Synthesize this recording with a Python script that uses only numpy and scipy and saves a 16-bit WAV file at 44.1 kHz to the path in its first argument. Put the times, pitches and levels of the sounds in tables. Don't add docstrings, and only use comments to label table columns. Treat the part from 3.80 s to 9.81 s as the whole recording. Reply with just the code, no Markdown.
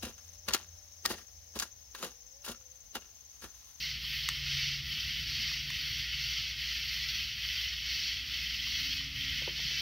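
import sys
import numpy as np
from scipy import signal
from scipy.fft import rfft, irfft, next_fast_len
from scipy.io import wavfile
from scipy.ndimage import map_coordinates

SR = 44100
rng = np.random.default_rng(int(sys.argv[2]) if len(sys.argv) > 2 else 0)


def log_audio(samples):
    frames = np.atleast_2d(samples).T
    limited = np.clip(frames, -1, 1)
    pcm = np.round(limited * 32767).astype(np.int16)
    wavfile.write(sys.argv[1], SR, pcm)


N = 265261

# [dB per Hz, relative]
RASP_SPECTRUM = [(950, -49.5), (1150, -25.5), (1350, -17), (1650, -15), (1930, -4), (2150, -1.5),
                 (2400, -6.5), (2650, 0.5), (2820, -3), (3020, 0.5), (3270, -0.5), (3600, -5.5),
                 (4000, -14.5), (4700, -39.5)]
# [dB per Hz, relative]
BRIGHT_SPECTRUM = [(3100, -35.5), (3700, -8.5), (4250, -1), (4570, 1), (4900, -4), (5250, -1.5), (5900, -6),
                   (6500, -20.5), (7200, -27.5), (8500, -39.5), (11000, -41)]
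# [dB per Hz, relative]
SIZZLE_SPECTRUM = [(6500, -30), (8800, -21), (10500, -10.5), (11200, -3), (13000, -1.5), (15700, 2.5),
                   (16500, -40)]
RASP_DB, BRIGHT_DB, SIZZLE_DB = -44.5, -45, -60.5
RASP_BED, BRIGHT_BED, SIZZLE_BED = 1, 0.85, 0.78
SIZZLE_LEAD_S = 0.014


def katydids():
    *_, extra_bright_db, extra_sizzle_db = np.transpose(CHORUS_SWELLS)
    near_strikes = wing_strikes(tooth_hz=199.96, stroke_hz=20, scatter=0.5, count=11)
    far_strikes = wing_strikes(tooth_hz=260.6, stroke_hz=17, scatter=0.5, count=14)
    near = yard(near_strikes, wet_db=1.5)
    far = yard(far_strikes, wet_db=2.0)

    rasp = amp(RASP_DB) * swelling(RASP_BED) * coloured(near, RASP_SPECTRUM)
    bright_gain = amp(BRIGHT_DB) * swelling(BRIGHT_BED, extra_bright_db)
    bright = bright_gain * coloured(far + 0.53 * near, BRIGHT_SPECTRUM)
    hiss = flutter(rate=20, depth_db=0.8) * coloured(rng.standard_normal(N), SIZZLE_SPECTRUM)
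    sizzle = amp(SIZZLE_DB) * swelling(SIZZLE_BED, extra_sizzle_db, SIZZLE_LEAD_S) * hiss
    return flutter(rate=49, depth_db=0.33) * (rasp + bright + sizzle)


def wing_strikes(tooth_hz, stroke_hz, scatter, count):
    strikes = np.zeros(N)
    for insect in range(count):
        speed, pace, start = rng.uniform(-1, 1, 3)
        gaps_s = np.exp(0.5 * speed + scatter * rng.standard_normal(N // 20)) / tooth_hz
        strike_s = np.cumsum(gaps_s)
        strike_s = strike_s[strike_s < N / SR]
        stroke = start + stroke_hz * np.exp(0.3 * pace) * strike_s
        pressure = np.maximum(np.sin(2 * np.pi * stroke) + 1.13, 0)
        polarity = rng.choice([-1, 1], len(strike_s))
        strikes[(strike_s * SR).astype(int)] += polarity * pressure
    return strikes


# start_s [s], length_s [s, start to release],
# strength_db [dB], extra_bright_db [dB], extra_sizzle_db [dB]
CHORUS_SWELLS = [(-0.269, 0.29, 0.7, 4, 0), (0.2, 0.28, -1.2, -2.5, 3.1), (0.6, 0.257, 3, 0.8, -3),
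                 (1.032, 0.347, -2.0, -1.5, 1.0), (1.447, 0.27, -0.2, 3, -0.5),
                 (1.842, 0.37, -0.2, -2.3, -0.4), (2.305, 0.29, -0.5, 2, -0.6), (2.747, 0.234, 0, 0.5, -2),
                 (3.044, 0.35, 0, -0.5, 1.1), (3.554, 0.309, 1.2, -1.5, -0.8),
                 (3.998, 0.28, 0.4, 2.5, -0.5), (4.433, 0.29, -2.0, -1.5, -0.2), (4.792, 0.33, 1, 1.5, 0.8),
                 (5.327, 0.288, 0.5, -3, -2), (5.721, 0.34, 0, 2.4, -3)]
ATTACK_S, RELEASE_S = 0.11, 0.17


def swelling(bed, extra_db=0, lead_s=0):
    t = np.arange(N) / SR + lead_s
    gain = np.full(N, float(bed))
    starts, lengths, strength_db = np.transpose(CHORUS_SWELLS)[:3]
    for start, length, db in zip(starts, lengths, strength_db + extra_db):
        rise = (t - start) / ATTACK_S
        fall = 1 - (t - start - length) / RELEASE_S
        gain += amp(db) * np.clip(np.minimum(rise, fall), 0, 1)
    return gain


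def crickets(pitch_hz, pitch_spread, syllable_s, below_db, count):
    track, t = np.zeros(N), np.arange(SR // 16) / SR
    starts = rng.uniform(0, N / SR, count)
    for s, (pitch, length, size) in zip(starts, rng.standard_normal((count, 3))):
        progress = np.minimum(t / (syllable_s * np.exp(0.4 * length)), 1)
        closing = 1 - 0.022 * (progress - 0.5)
        hz = pitch_hz * np.exp(pitch_spread * pitch) * closing
        tone = np.sin(2 * np.pi * np.cumsum(hz) / SR)
        add(track, s, amp(1.8 * size) * np.sin(np.pi * progress) * tone)
    return amp(RASP_DB + below_db) * swelling(RASP_BED) * unit(track)


# [dB, relative]
LIGHTER_CLICKS = [(0.4882, -12.5, -27.5), (1.9032, -27, -30), (1.9400, -36, -58)]
# freq_hz [Hz], level_db [dB, relative], t60_s [s]
CASE_MODES = [(1000, -8.5, 0.014), (1200, -10, 0.018), (1510, -10, .018), (1850, 1, 0.02),
              (2800, -4, 0.0098), (3630, 5, .011), (6250, -8, 0.022), (7100, -28, .05), (8000, -26, .045)]
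# freq_hz [Hz], gain_db [dB]
SNAP_COLOUR = [(300, -22), (720, -19), (1100, -3.5), (3500, 7.5), (6500, 0), (10000, -6), (15700, -10),
               (16500, -40)]


def lighter(wall_s=0.0097, wall_db=-22):
    snaps, case, t = np.zeros(N), np.zeros(N), np.arange(SR // 8) / SR
    rise = 1 - np.exp(-t / 0.00048)
    for s, snap_db, ring_db in LIGHTER_CLICKS:
        snap_gain = amp(snap_db - 60 * t / 0.0074) * rise
        add(snaps, s, snap_gain * rng.standard_normal(len(t)))
        add(case, s, 0.64 * amp(ring_db) * rise * ring(CASE_MODES, t))
    clicks = case + filtered(snaps, lambda hz: amp(along(SNAP_COLOUR, hz)))
    wall_echo = amp(wall_db) * np.roll(clicks, round(wall_s * SR))
    return yard(clicks + wall_echo, wet_db=-16.5)


# [dB, relative level of the upper modes]
STEP_KNOCKS = [(5.619, -45, -18), (5.676, -37.5, -10), (5.791, -50, -10), (5.909, -50, -25),
               (6.006, -49, -22)]
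# freq_hz [Hz], level_db [dB, relative], t60_s [s]
BOARD_MODES = [(347, -2.5, 0.14), (442, -6, 0.085), (489, 3.5, 0.063), (593, -5, 0.082), (672, -5, 0.075),
               (860, 2, 0.029), (946, -3, 0.061), (1160, -1, 0.028)]
# freq_hz [Hz], gain_db [dB]
THUD_COLOUR = [(200, -15), (350, 4), (600, 1), (1000, -4), (1400, -25), (2500, -60)]


def steps(thud_db=8, thud_t60=0.053):
    boards, pushes, t = np.zeros(N), np.zeros(N), np.arange(SR // 4) / SR
    rise = 1 - np.exp(-t / 0.00077)
    for s, db, upper_db in STEP_KNOCKS:
        modes = []
        for hz, level, t60 in BOARD_MODES:
            tilt_db = np.interp(hz, [550, 950], [0, upper_db + 11.5])
            modes.append((hz, level + tilt_db, t60))
        add(boards, s, amp(db - 7) * ring(modes, t) * rise)
        push_gain = amp(db + thud_db - 60 * t / thud_t60) * rise
        add(pushes, s, push_gain * rng.standard_normal(len(t)))
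    thuds = filtered(pushes, lambda hz: amp(along(THUD_COLOUR, hz)))
    return yard(boards + thuds, wet_db=-16)


# [dB, relative]
HOLLOW_TICKS = [(0.242, -59), (1.177, -61), (1.715, -55), (1.759, -62), (3.166, -62), (3.648, -60),
                (4.871, -55.5), (5.209, -59)]
# freq_hz [Hz], level_db [dB, relative], t60_s [s]
HOLLOW_MODES = [(970, -2, 0.044), (1140, -2, 0.05), (1210, 14, 0.016)]


def ticks():
    track, t = np.zeros(N), np.arange(SR // 8) / SR
    rise = 1 - np.exp(-t / 0.00058)
    for s, db in HOLLOW_TICKS:
        add(track, s, amp(db - 1.5) * ring(HOLLOW_MODES, t) * rise)
    return yard(track, wet_db=-20)


# time_s [s], level_db [dB]
DRONE_LEVEL = [(0.0, -59.5), (0.3, -58.2), (0.7, -49), (1.05, -49.3), (1.35, -63), (1.9, -53.5),
               (3.7, -68.5), (4.9, -70), (5.3, -54.5), (6.01, -58.5)]
# time_s [s], level_db [dB]
WHINE_LEVEL = [(0.0, -85.4), (1.1, -78), (1.4, -71), (2.15, -71), (2.5, -74), (3.8, -79.5), (4.05, -70),
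               (4.9, -69.2), (5.15, -58.5), (6.01, -70)]
ENGINE_HZ, SAG_FROM_S, SAG_HZ_PER_S = 140.2, 1.6, 1.35


def engine():
    sag_s = np.maximum(np.arange(N) / SR - SAG_FROM_S, 0)
    hz = ENGINE_HZ - SAG_HZ_PER_S * sag_s
    low = drone(hz, curves(DRONE_LEVEL)[0], waver_db=0.8)
    whine = drone(2 * hz, curves(WHINE_LEVEL)[0], waver_db=2)
    return low + whine


def drone(hz, db, waver_db):
    phase = 2 * np.pi * np.cumsum(hz * np.ones(N)) / SR
    return amp(db) * flutter(rate=9.7, depth_db=waver_db) * unit(np.sin(phase))


# time_s [s], rumble_db [dB], tyre_roar_db [dB]
TRAFFIC_LEVEL = [(0.0, -56.5, -62.5), (1.25, -49.5, -57.5), (1.75, -55.5, -57.5), (2.1, -51.5, -60.5),
                 (2.8, -56, -65.5), (3.25, -53, -62.5), (4.1, -55.5, -67.5), (4.9, -55.5, -58.9),
                 (5.5, -49.5, -57), (6.01, -57.4, -60.5)]
# [dB per Hz, relative]
RUMBLE_SPECTRUM = [(25, -34), (36, -1), (48, -5), (78, 5), (97, -2.5), (118, 1), (140, -2), (175, -18),
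                   (300, -43.5)]
# [dB per Hz, relative]
ROAR_SPECTRUM = [(110, -26), (155, 4), (176, -7.5), (195, -1), (214, -12), (232, -3.5), (252, -11),
                 (330, -20.5), (600, -46.5)]
# [dB per Hz, relative]
AIR_SPECTRUM = [(100, -20), (350, -1.5), (480, 0), (750, -3.5), (1000, -6), (3000, 10), (9000, -18)]
HUM_HZ, HUM_DB = 58.7, -52


def background():
    rumble_db, roar_db = curves(TRAFFIC_LEVEL)
    hum = drone(HUM_HZ, HUM_DB, waver_db=0.9)
    rumble = amp(rumble_db) * coloured(rng.standard_normal(N), RUMBLE_SPECTRUM)
    roar = amp(roar_db) * coloured(rng.standard_normal(N), ROAR_SPECTRUM)
    air = amp(-59.5) * coloured(rng.standard_normal(N), AIR_SPECTRUM)
    return hum + rumble + roar + air + engine()


def yard(x, wet_db, size=900):
    wet = np.zeros(N)
    for start in range(0, N, size):
        piece = x[start:start + size]
        if piece.any():
            add(wet, start / SR, signal.fftconvolve(piece, tail()))
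    return x + amp(wet_db) * wet


# freq_hz [Hz], t60_s [s]
TREES_DECAY = [(300, 0.21), (3000, 0.41), (12000, 0.24)]


def tail():
    hz, t, bands = signal.stft(rng.standard_normal(SR // 4), SR, nperseg=256)
    decay = amp(-60 * t / along(TREES_DECAY, hz)[:, None])
    echo = signal.istft(bands * decay, SR, nperseg=256)[1]
    return echo / np.linalg.norm(echo)


def ring(modes, t):
    total = np.zeros(len(t))
    for hz, db, t60 in modes:
        strength = rng.choice([-1, 1]) * amp(db + rng.normal(0, 1) - 60 * t / t60)
        total += strength * np.sin(2 * np.pi * hz * t)
    return total


def flutter(rate, depth_db):
    return amp(depth_db * wobble(rate))


def wobble(rate):
    knots = rng.standard_normal(256)
    coarse = map_coordinates(knots, [np.linspace(0, rate * N / SR, 2048)], mode="wrap")
    return np.interp(np.linspace(0, 1, N), np.linspace(0, 1, len(coarse)), coarse)


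def coloured(x, spectrum):
    return unit(filtered(x, lambda hz: amp(along(spectrum, hz))))


def filtered(x, response):
    m = next_fast_len(N + SR // 2)
    return irfft(rfft(x, m) * response(np.fft.rfftfreq(m, 1 / SR)), m)[:N]


def along(points, hz):
    f, v = np.transpose(points)
    return np.interp(np.log(hz + 1), np.log(f + 1), v)


def curves(rows):
    s, *cols = np.transpose(rows)
    return [np.interp(np.arange(N) / SR, s, c) for c in cols]


def add(track, s, sound):
    part = track[round(s * SR):][:len(sound)]
    part += sound[:len(part)]


def amp(db):
    return 10 ** (np.asarray(db) / 20)


def unit(x):
    return x / np.sqrt(np.mean(x ** 2) + 1e-20)


def scene():
    low_crickets = crickets(pitch_hz=3076, pitch_spread=0.0514, syllable_s=0.015, below_db=-6.5, count=700)
    high_crickets = crickets(pitch_hz=4535, pitch_spread=0.0247, syllable_s=0.011, below_db=-16, count=500)
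    insects = katydids() + low_crickets + high_crickets
    mono = insects + lighter() + steps() + ticks() + background()
    return np.array([mono, mono])


TOP_HZ = 15750


def record(dry):
    return np.array([filtered(channel, lambda hz: hz < TOP_HZ) for channel in dry])


dry = scene()
out = record(dry)
log_audio(out)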